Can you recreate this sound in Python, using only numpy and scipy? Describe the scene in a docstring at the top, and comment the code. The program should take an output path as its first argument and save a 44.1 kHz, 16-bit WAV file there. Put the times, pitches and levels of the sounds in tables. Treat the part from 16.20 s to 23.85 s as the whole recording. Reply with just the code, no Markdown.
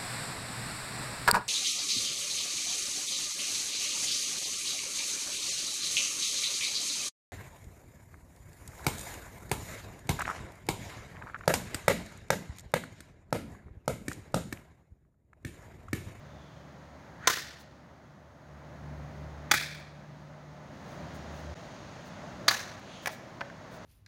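"""In a fenced back yard in a suburb, a sword cuts an upright bamboo stalk three times.
Each cut is a burst of snapping fibres and a ringing tube, answered by fence, house and yard.
Blade swishes are narrow moving noise; knocks are short rattles that ring bamboo; grass rustles in crisp swells.
Behind them are a faint falling whistle, a far engine made of two low tones, and the filtered noise of the suburb.
The recorder turns itself down for about a second after each cut."""
import sys
import numpy as np
from scipy import signal
from scipy.fft import rfft, irfft
from scipy.io import wavfile
from scipy.ndimage import uniform_filter1d, minimum_filter1d

SR = 44100
rng = np.random.default_rng(int(sys.argv[2]) if len(sys.argv) > 2 else 0)


def dump(signal):
    """Clip the signal to [-1, 1] and save it as 16-bit WAV at the path in sys.argv[1]."""
    limited = np.clip(np.atleast_2d(signal).T, -1, 1)
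    pcm = np.round(limited * 32767).astype(np.int16)
    wavfile.write(sys.argv[1], SR, pcm)


N = 337365
TIME = np.arange(N) / SR


def undb(db):
    """Turn decibels into a gain."""
    return 10 ** (np.asarray(db) / 20)


def unit(x):
    """Scale a sound to an average strength (rms) of 1."""
    return x / np.sqrt(np.mean(x ** 2))


def curves(rows):
    """Join each column of a timed table by straight lines."""
    s, *columns = np.transpose(rows)
    return [np.interp(TIME, s, column) for column in columns]


def add(out, s, x):
    """Mix x into out from time s."""
    start = int(s * SR)
    out[start:start + len(x)] += x[:N - start]


def colour(x, points, size=4096):
    """Filter through (f/Hz, level/dB) points without looking ahead, keeping the power of white noise."""
    hz, db = np.transpose(points)
    bin_hz = np.arange(size // 2 + 1) * SR / size
    gain = undb(np.interp(np.log(bin_hz + 1), np.log(hz), db))
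    # folding the cepstrum makes the filter respond as early as it can
    cepstrum = irfft(np.log(gain))
    cepstrum[1:size // 2] *= 2
    cepstrum[size // 2 + 1:] = 0
    response = irfft(np.exp(rfft(cepstrum)))
    return signal.fftconvolve(x, response / np.linalg.norm(response))[:len(x)]


def walk(rate):
    """Smooth random drift of rms 1, heading for a new value `rate` times a second."""
    k = int(SR / rate)
    steps = np.repeat(rng.standard_normal(N // k + 1), k)
    smooth = uniform_filter1d(uniform_filter1d(steps, k), k)
    return unit(smooth[:N])


def swell(s, width_s):
    """A smooth bell-shaped rise and fall that reaches 1 at time s."""
    return np.exp(-.5 * ((TIME - s) / width_s) ** 2)


def rush(hz, half_width_hz):
    """Narrow noise around a moving pitch: two slow random signals ride on a cosine and a sine."""
    lowpass = signal.butter(2, half_width_hz, fs=SR, output="sos")
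    eddies = signal.sosfilt(lowpass, rng.standard_normal((2, N)))
    phase = 2 * np.pi * np.cumsum(hz) / SR
    return unit(eddies[0] * np.cos(phase) + eddies[1] * np.sin(phase))


def ring(modes, t, ratio=1):
    """Hollow bamboo vibrates at several pitches at once, each dying away from t = 0."""
    t = np.maximum(t, 0)
    total = 0
    for hz, db, t60 in modes:
        decay = np.exp(-np.log(1000) * t / t60)
        total = total + undb(db) * np.sin(2 * np.pi * hz * ratio * t) * decay
    return total


def fibres(t, length, fade_s, scatter_db):
    """Dense snaps of uneven size while the contact lasts, dying out after it."""
    size_db = scatter_db * np.clip(rng.standard_normal(len(t)), -2, 2)
    snaps = rng.choice([-1, 1], len(t)) * undb(size_db)
    return unit(snaps) * np.exp(-np.maximum(t - length, 0) / fade_s)


def cuts(tick_db=-8.5, tube_db=-4.0):
    """The blade crushes through the fibres, a few snap loudly, the tube rings and the yard answers."""
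    # one row per cut: t/s, crushing level/dB, time in the stalk/s, pulse into the yard/dB,
    # fence echo delay/s, fence echo/dB, house echo/dB
    cut_rows = [(1.0722, -18, 0.0058, 3.5, 0.026, -8.5, -16), (3.3125, -18, 0.005, 4, 0.025, -6, -18.5),
                (6.2808, -15.5, 0.00626, 4.5, .028, -9.5, -26)]
    # colour of the splitting fibres, one list per cut: f/Hz, level/dB
    split_colours = [
        [(100, -34), (250, -5), (400, -4.5), (720, -2), (1000, 3), (1300, 2), (1750, 8.5), (2500, -10),
         (3800, -0.5), (4800, -6), (6200, 1), (7800, -9.5), (10500, -17.5), (14500, -14.5)],
        [(100, -12), (200, -4.5), (450, -5.5), (720, -1.5), (970, 0), (1350, 7), (2200, 8.5), (2850, -8),
         (3400, 7.5), (4300, -4), (6000, 1), (8500, -7), (11000, -16), (15000, -12)],
        [(100, -29), (400, -13), (650, 0.5), (880, -13), (1080, 5.5), (1750, 1.5), (2700, -0.5), (3500, -1.5),
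         (4500, 10.5), (5300, -3.5), (6400, -1.5), (8200, -14.5), (15000, -22)],
    ]
    # ring of the tube, one list per cut as it gets shorter: f/Hz, level before tube_db/dB, t60/s
    tube_modes = [
        [(1022, -16, 0.091), (1195, -28, 0.18), (1525, -21, .055), (1737, -19.5, 0.029), (3170, -22.5, .022),
         (6160, -19.5, 0.025)],
        [(832, -20, 0.089), (1390, -28, 0.058), (2150, -30.5, 0.02), (2280, -19, 0.04), (3340, -24, 0.022),
         (4620, -18, 0.04)],
        [(1020, -31, 0.037), (1200, -29, 0.12), (1698, -15, .04), (2120, -22, 0.047), (4330, -29, .07),
         (4600, -30, .035)],
    ]
    # colour of each cut as it spreads to all sides, one list per cut: f/Hz, level/dB
    spread_colours = [
        [(210, -48.5), (350, -18), (481, -16), (774, -18), (981, 1.5), (1080, -6), (1480, -4.5), (1660, -8),
         (1790, -3), (2310, -12.5), (4570, -9), (6690, -12.5), (8620, -20.5), (15500, -18.5)],
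        [(210, -36), (350, -22.5), (563, -21), (610, -11), (761, -24), (837, -17), (1210, -11), (1710, -3.5),
         (1970, -9), (2390, -2), (2890, -20.5), (3330, -8.5), (4570, -10), (7710, -19), (15500, -23)],
        [(470, -29), (800, -1), (1000, 2), (1350, -8), (1490, -8), (1680, -4), (1950, -11), (3460, -17),
         (3960, -10.5), (5080, -16.5), (6270, -11), (7930, -24), (15500, -25)],
    ]
    # extra loud fibre snaps: t/s, level against the crushing/dB
    loud_snaps = [(1.0742, 1), (1.0777, 1.5), (3.3171, 5), (3.318, 0), (6.2836, 3), (6.2879, -3)]
    # the bounce off the ground and the echo from the house arrive this long after the fence echo
    ground_lag_s, house_lag_s = .0115, .072
    ground_db = -7  # against the fence echo
    # the echoes are fuller in the lows and around 1700 Hz: f/Hz, level/dB
    echo_colour = [(200, 8.5), (900, -2.5), (1700, 5.0), (3000, -4.5), (5000, -6.5), (15000, 4.0)]

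    near, far, t = np.zeros(N), np.zeros(N), TIME[:SR // 4]
    for row, split, tube, spread in zip(cut_rows, split_colours, tube_modes, spread_colours):
        s, db, length, yard_db, fence_s, fence_db, house_db = row
        snapping = 0
        for snap_s, snap_db in loud_snaps:
            snapping = snapping + undb(snap_db) * np.exp(-((s + t - snap_s) / 0.00044) ** 2)
        crushing = fibres(t, length, fade_s=0.0073, scatter_db=2)
        crack = colour(crushing * (1 + snapping), split)
        # clean breaks reach higher than the crushing
        ticks = undb(tick_db) * snapping * rng.standard_normal(len(t))
        cut = undb(db) * (crack + ticks) + undb(tube_db) * ring(tube, t - .4 * length)
        add(near, s, cut)

        echo = colour(cut, echo_colour)
        for lag_s, echo_db in [(0, fence_db), (ground_lag_s, fence_db + ground_db), (house_lag_s, house_db)]:
            add(near, s + fence_s + lag_s, undb(echo_db) * echo)

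        # to the far yard the cut is one sharp pulse
        pulse = 1. * (t == 0)
        add(far, s, undb(yard_db) * colour(pulse, spread))
    return near + yard(far)


def yard(x, build_s=0.015, gap_s=0.013, patchy_db=1.8):
    """Boards, walls and trees scatter the sound in uneven clumps; the lawn swallows the low middle first."""
    # how fast the yard falls silent: f/Hz, t60/s
    yard_decay = [(150, 0.7), (500, 0.88), (950, 0.16), (1700, 0.85), (2600, 0.81), (4200, 0.77),
                  (6500, 0.67), (10000, 0.54), (15000, 0.44)]
    t = TIME[:SR]
    hz, t60 = np.transpose(yard_decay)
    noise = rfft(rng.standard_normal(SR))
    log_hz = np.log(np.arange(SR // 2 + 1) + 1)
    tail = 0
    # split the noise into overlapping bands and let each fade at its own pace
    for k, share in enumerate(np.eye(len(hz))):
        band = irfft(noise * np.interp(log_hz, np.log(hz), share), SR)
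        tail = tail + band * np.exp(-np.log(1000) * t / t60[k])
    build = np.clip((t - gap_s) / build_s, 0, 1)
    tail = tail * build * undb(patchy_db * walk(400)[:SR])
    return signal.fftconvolve(x, tail / np.linalg.norm(tail))[:N]


def knocks(yard_db=-16):
    """A glancing blade or a loose piece rattles briefly against bamboo and makes it ring."""
    # t/s, ring level/dB, contact time/s, pitch ratio, clack level before its band filter/dB,
    # clack from f/Hz, clack up to f/Hz
    knock_rows = [(6.8588, -22.5, 0.00039, 1.02, -20, 1500, 11000),
                  (6.8715, -19, 0.0057, 1.04, -23.5, 350, 12000),
                  (6.889, -31, 0.0156, 0.83, -38, 500, 5000), (7.2085, -31, 0.0021, 1.1, -28.5, 550, 3800),
                  (7.2127, -21.5, 0.00336, .93, -29, 500, 2200), (7.3, -36, 0.0029, 0.95, -46, 600, 2200)]
    # ring of knocked bamboo, before pitch ratio and ring level: f/Hz, level/dB, t60/s
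    piece_modes = [(608, -19.5, 0.34), (820, -17.5, 0.1), (1083, -20, 0.057), (1667, 0, 0.024),
                   (1886, -12, 0.075), (2200, -7.5, 0.029)]
    # colour of the clack: f/Hz, level/dB
    clack_colour = [(250, -14), (700, 7.5), (1500, 6.5), (2300, 1), (3500, -2.5), (6200, -3), (7800, -15),
                    (15500, -4)]
    out, t = np.zeros(N), TIME[:SR // 4]
    for s, ring_db, length, ratio, clack_db, low_hz, top_hz in knock_rows:
        clack = colour(fibres(t, length, fade_s=0.0039, scatter_db=7.5), clack_colour)
        band = signal.butter(2, [low_hz, min(top_hz, SR / 3)], "band", fs=SR, output="sos")
        clack = signal.sosfilt(band, clack)
        ringing = ring(piece_modes, t - length / 4, ratio)
        add(out, s, undb(clack_db) * clack + undb(ring_db) * ringing)
    return out + undb(yard_db) * yard(out)


def swishes(half_width_hz=330, sag=0.14):
    """Eddies shed by the blade make a narrow rush whose level and pitch follow its speed; the edge hisses."""
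    # fastest moment t/s, level/dB, width in time/s, top pitch f/Hz, edge hiss against the rush/dB
    swish_rows = [(1.064, -45, .035, 1690, -13.5), (3.325, -46, 0.018, 2055, -9.5),
                  (6.76, -53.5, .085, 3150, 3.5)]
    # colour of the edge hiss: f/Hz, level/dB
    edge_colour = [(400, -18), (1000, -1), (2500, 2.5), (4300, 1.5), (5500, -9.0), (6500, 1), (7800, -16),
                   (10000, -17.5), (12000, -32.0)]
    out = np.zeros(N)
    for s, db, width_s, top_hz, edge_db in swish_rows:
        speed = swell(s, width_s)
        edge = colour(rng.standard_normal(N), edge_colour)
        # a slow blade loses up to the share `sag` of its top pitch
        pitch_hz = top_hz * (1 - sag * (1 - speed))
        out += undb(db) * speed * (rush(pitch_hz, half_width_hz) + undb(edge_db) * edge)
    return out


def grass():
    """Pieces and feet make grass blades flick past each other in short crisp swells."""
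    # t/s, level/dB, width in time/s
    brushes = [(1.408, -53, .013), (3.55, -52, 0.0055), (3.598, -57, .007), (4.714, -65, 0.054),
               (4.958, -58, 0.013), (5.174, -63, 0.038), (5.42, -75, .06), (5.87, -62, 0.016),
               (6.596, -58, .002), (6.842, -52, 0.013), (6.93, -47, 0.015), (7.545, -57, 0.023)]
    # colour of the rustle: f/Hz, level/dB
    grass_colour = [(1500, -20), (3500, 8), (6500, 6), (8000, 0), (10000, 2), (12500, -7), (15500, 5)]
    brushing = sum(undb(db) * swell(s, width_s) for s, db, width_s in brushes)
    # noise of very uneven size sounds crisp
    flicks = unit(rng.standard_normal(N) * undb(6.2 * rng.standard_normal(N)))
    return colour(brushing * flicks, grass_colour)


def whistle():
    """A thin, airy whistle of narrow noise swells and fades while its pitch falls."""
    loudest_s, width_s, level_db = 0.25, .12, -68
    pitch_hz, fall_hz_per_s = 3430, 1500  # pitch at the loudest moment
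    hz = pitch_hz - fall_hz_per_s * (TIME - loudest_s)
    return undb(level_db) * swell(loudest_s, width_s) * rush(hz, half_width_hz=150)


def engine(firing_waver_db=3.0, octave_waver_db=2.0, drift_hz=0.453):
    """Only the two lowest exhaust tones of a far engine carry this far, wavering on the way."""
    # the two tones swell unevenly, then cut off abruptly: t/s, firing tone before wavering/dB, its octave
    # before wavering/dB
    engine_levels = [(0, -58, -56), (.9, -61, -62.5), (2.1, -62, -59.5), (2.45, -52, -55), (2.86, -51, -42.5),
                     (3.22, -49, -53.5), (3.5, -54.5, -46.5), (4.3, -58, -47.5), (5, -51.5, -59.5),
                     (5.33, -46, -49)]
    start_hz, rise_hz_per_s = 72.3, .5  # firing rate before drift; it creeps up
    low_db, high_db = curves(engine_levels)
    firing_hz = start_hz + rise_hz_per_s * TIME + drift_hz * walk(8.1)
    phase = 2 * np.pi * np.cumsum(firing_hz) / SR
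    firing = undb(low_db + firing_waver_db * walk(13)) * np.sin(phase)
    octave = undb(high_db + octave_waver_db * walk(13)) * np.sin(2 * phase)
    # a quick fade-out follows the last row of the table
    sounding = np.clip((engine_levels[-1][0] - TIME) / 0.0088 + 1, 0, 1)
    return np.sqrt(2) * (firing + octave) * sounding


def suburb(rumble_db=-0.58):
    """Rumble and tyre noise follow the far traffic, leaves hiss; each flutters a little on its own."""
    # levels before the flutter: t/s, traffic/dB, leaf hiss/dB
    air_levels = [(0, -54, -64), (2.3, -53, -66.5), (2.9, -50, -63), (4.2, -49.5, -61), (5.1, -47, -55.5),
                  (5.6, -49, -56.5), (6.5, -46.5, -56), (7.65, -46.5, -56.5)]
    # colour of the low rumble: f/Hz, level/dB
    rumble_colour = [(25, -41.5), (45, -1.5), (65, 0), (110, 7), (170, 7.5), (260, 3.5), (400, -6),
                     (700, -41.5)]
    # colour of the tyre noise: f/Hz, level/dB
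    traffic_colour = [(250, -4), (450, -3), (600, 5.5), (760, 0), (1100, -3), (2000, -8), (2600, -21.5),
                      (5000, -59.5)]
    # colour of the leaf hiss: f/Hz, level/dB
    leaf_colour = [(1500, 1.5), (2800, 2.5), (4300, 1), (5400, -2.5), (6700, -0.5), (7600, -15),
                   (10000, -20), (12000, -45.5), (15500, -34)]
    traffic_db, leaves_db = curves(air_levels)
    layers = [(rumble_colour, traffic_db + rumble_db + 0.81 * walk(12)),
              (traffic_colour, traffic_db + .5 * walk(9)),
              (leaf_colour, leaves_db + 0.18 * walk(7))]
    return sum(undb(db) * colour(rng.standard_normal(N), points) for points, db in layers)


def scene():
    """Add up everything in the yard, on one channel."""
    return (cuts() + knocks() + swishes() + whistle() + grass() + engine() + suburb())[None]


def gain_control(x):
    """A sound over the threshold turns the gain down; it is held there, then glides back."""
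    threshold_db, most_duck_db = -26, 4
    detect_s, hold_s, glide_s = .01, 1.04, 0.35
    detect, hold, glide = (int(s * SR) for s in (detect_s, hold_s, glide_s))
    power = np.abs(uniform_filter1d(x ** 2, detect))
    level_db = 10 * np.log10(power + 1e-12)
    wanted_db = -np.clip(level_db - threshold_db, 0, most_duck_db)
    # the origins make both windows look back in time
    held_db = minimum_filter1d(wanted_db, hold, origin=(hold - 1) // 2, mode="constant")
    gain_db = uniform_filter1d(held_db, glide, origin=(glide - 1) // 2, mode="constant")
    return x * undb(gain_db)


def record(dry):
    """A small microphone adds hiss and loses deep bass; the gain ducks, the level dips once, the top is cut."""
    # the level dips briefly: t/s, gain
    level_dip = [(5.3425, 1), (5.3435, .03), (5.348, .12), (5.362, 1)]
    hiss_db, low_hz, top_hz = -81, 51.1, 15850  # hiss before the filters and gain control; bass and treble cuts
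    hiss = undb(hiss_db) * rng.standard_normal(N)
    bass_cut = signal.butter(3, low_hz, "high", fs=SR, output="sos")
    thin = signal.sosfilt(bass_cut, dry + hiss)
    levelled = gain_control(thin) * curves(level_dip)[0]
    top_cut = signal.ellip(10, .2, 80, top_hz, fs=SR, output="sos")
    return signal.sosfilt(top_cut, levelled)


dry = scene()
out = record(dry)
dump(out)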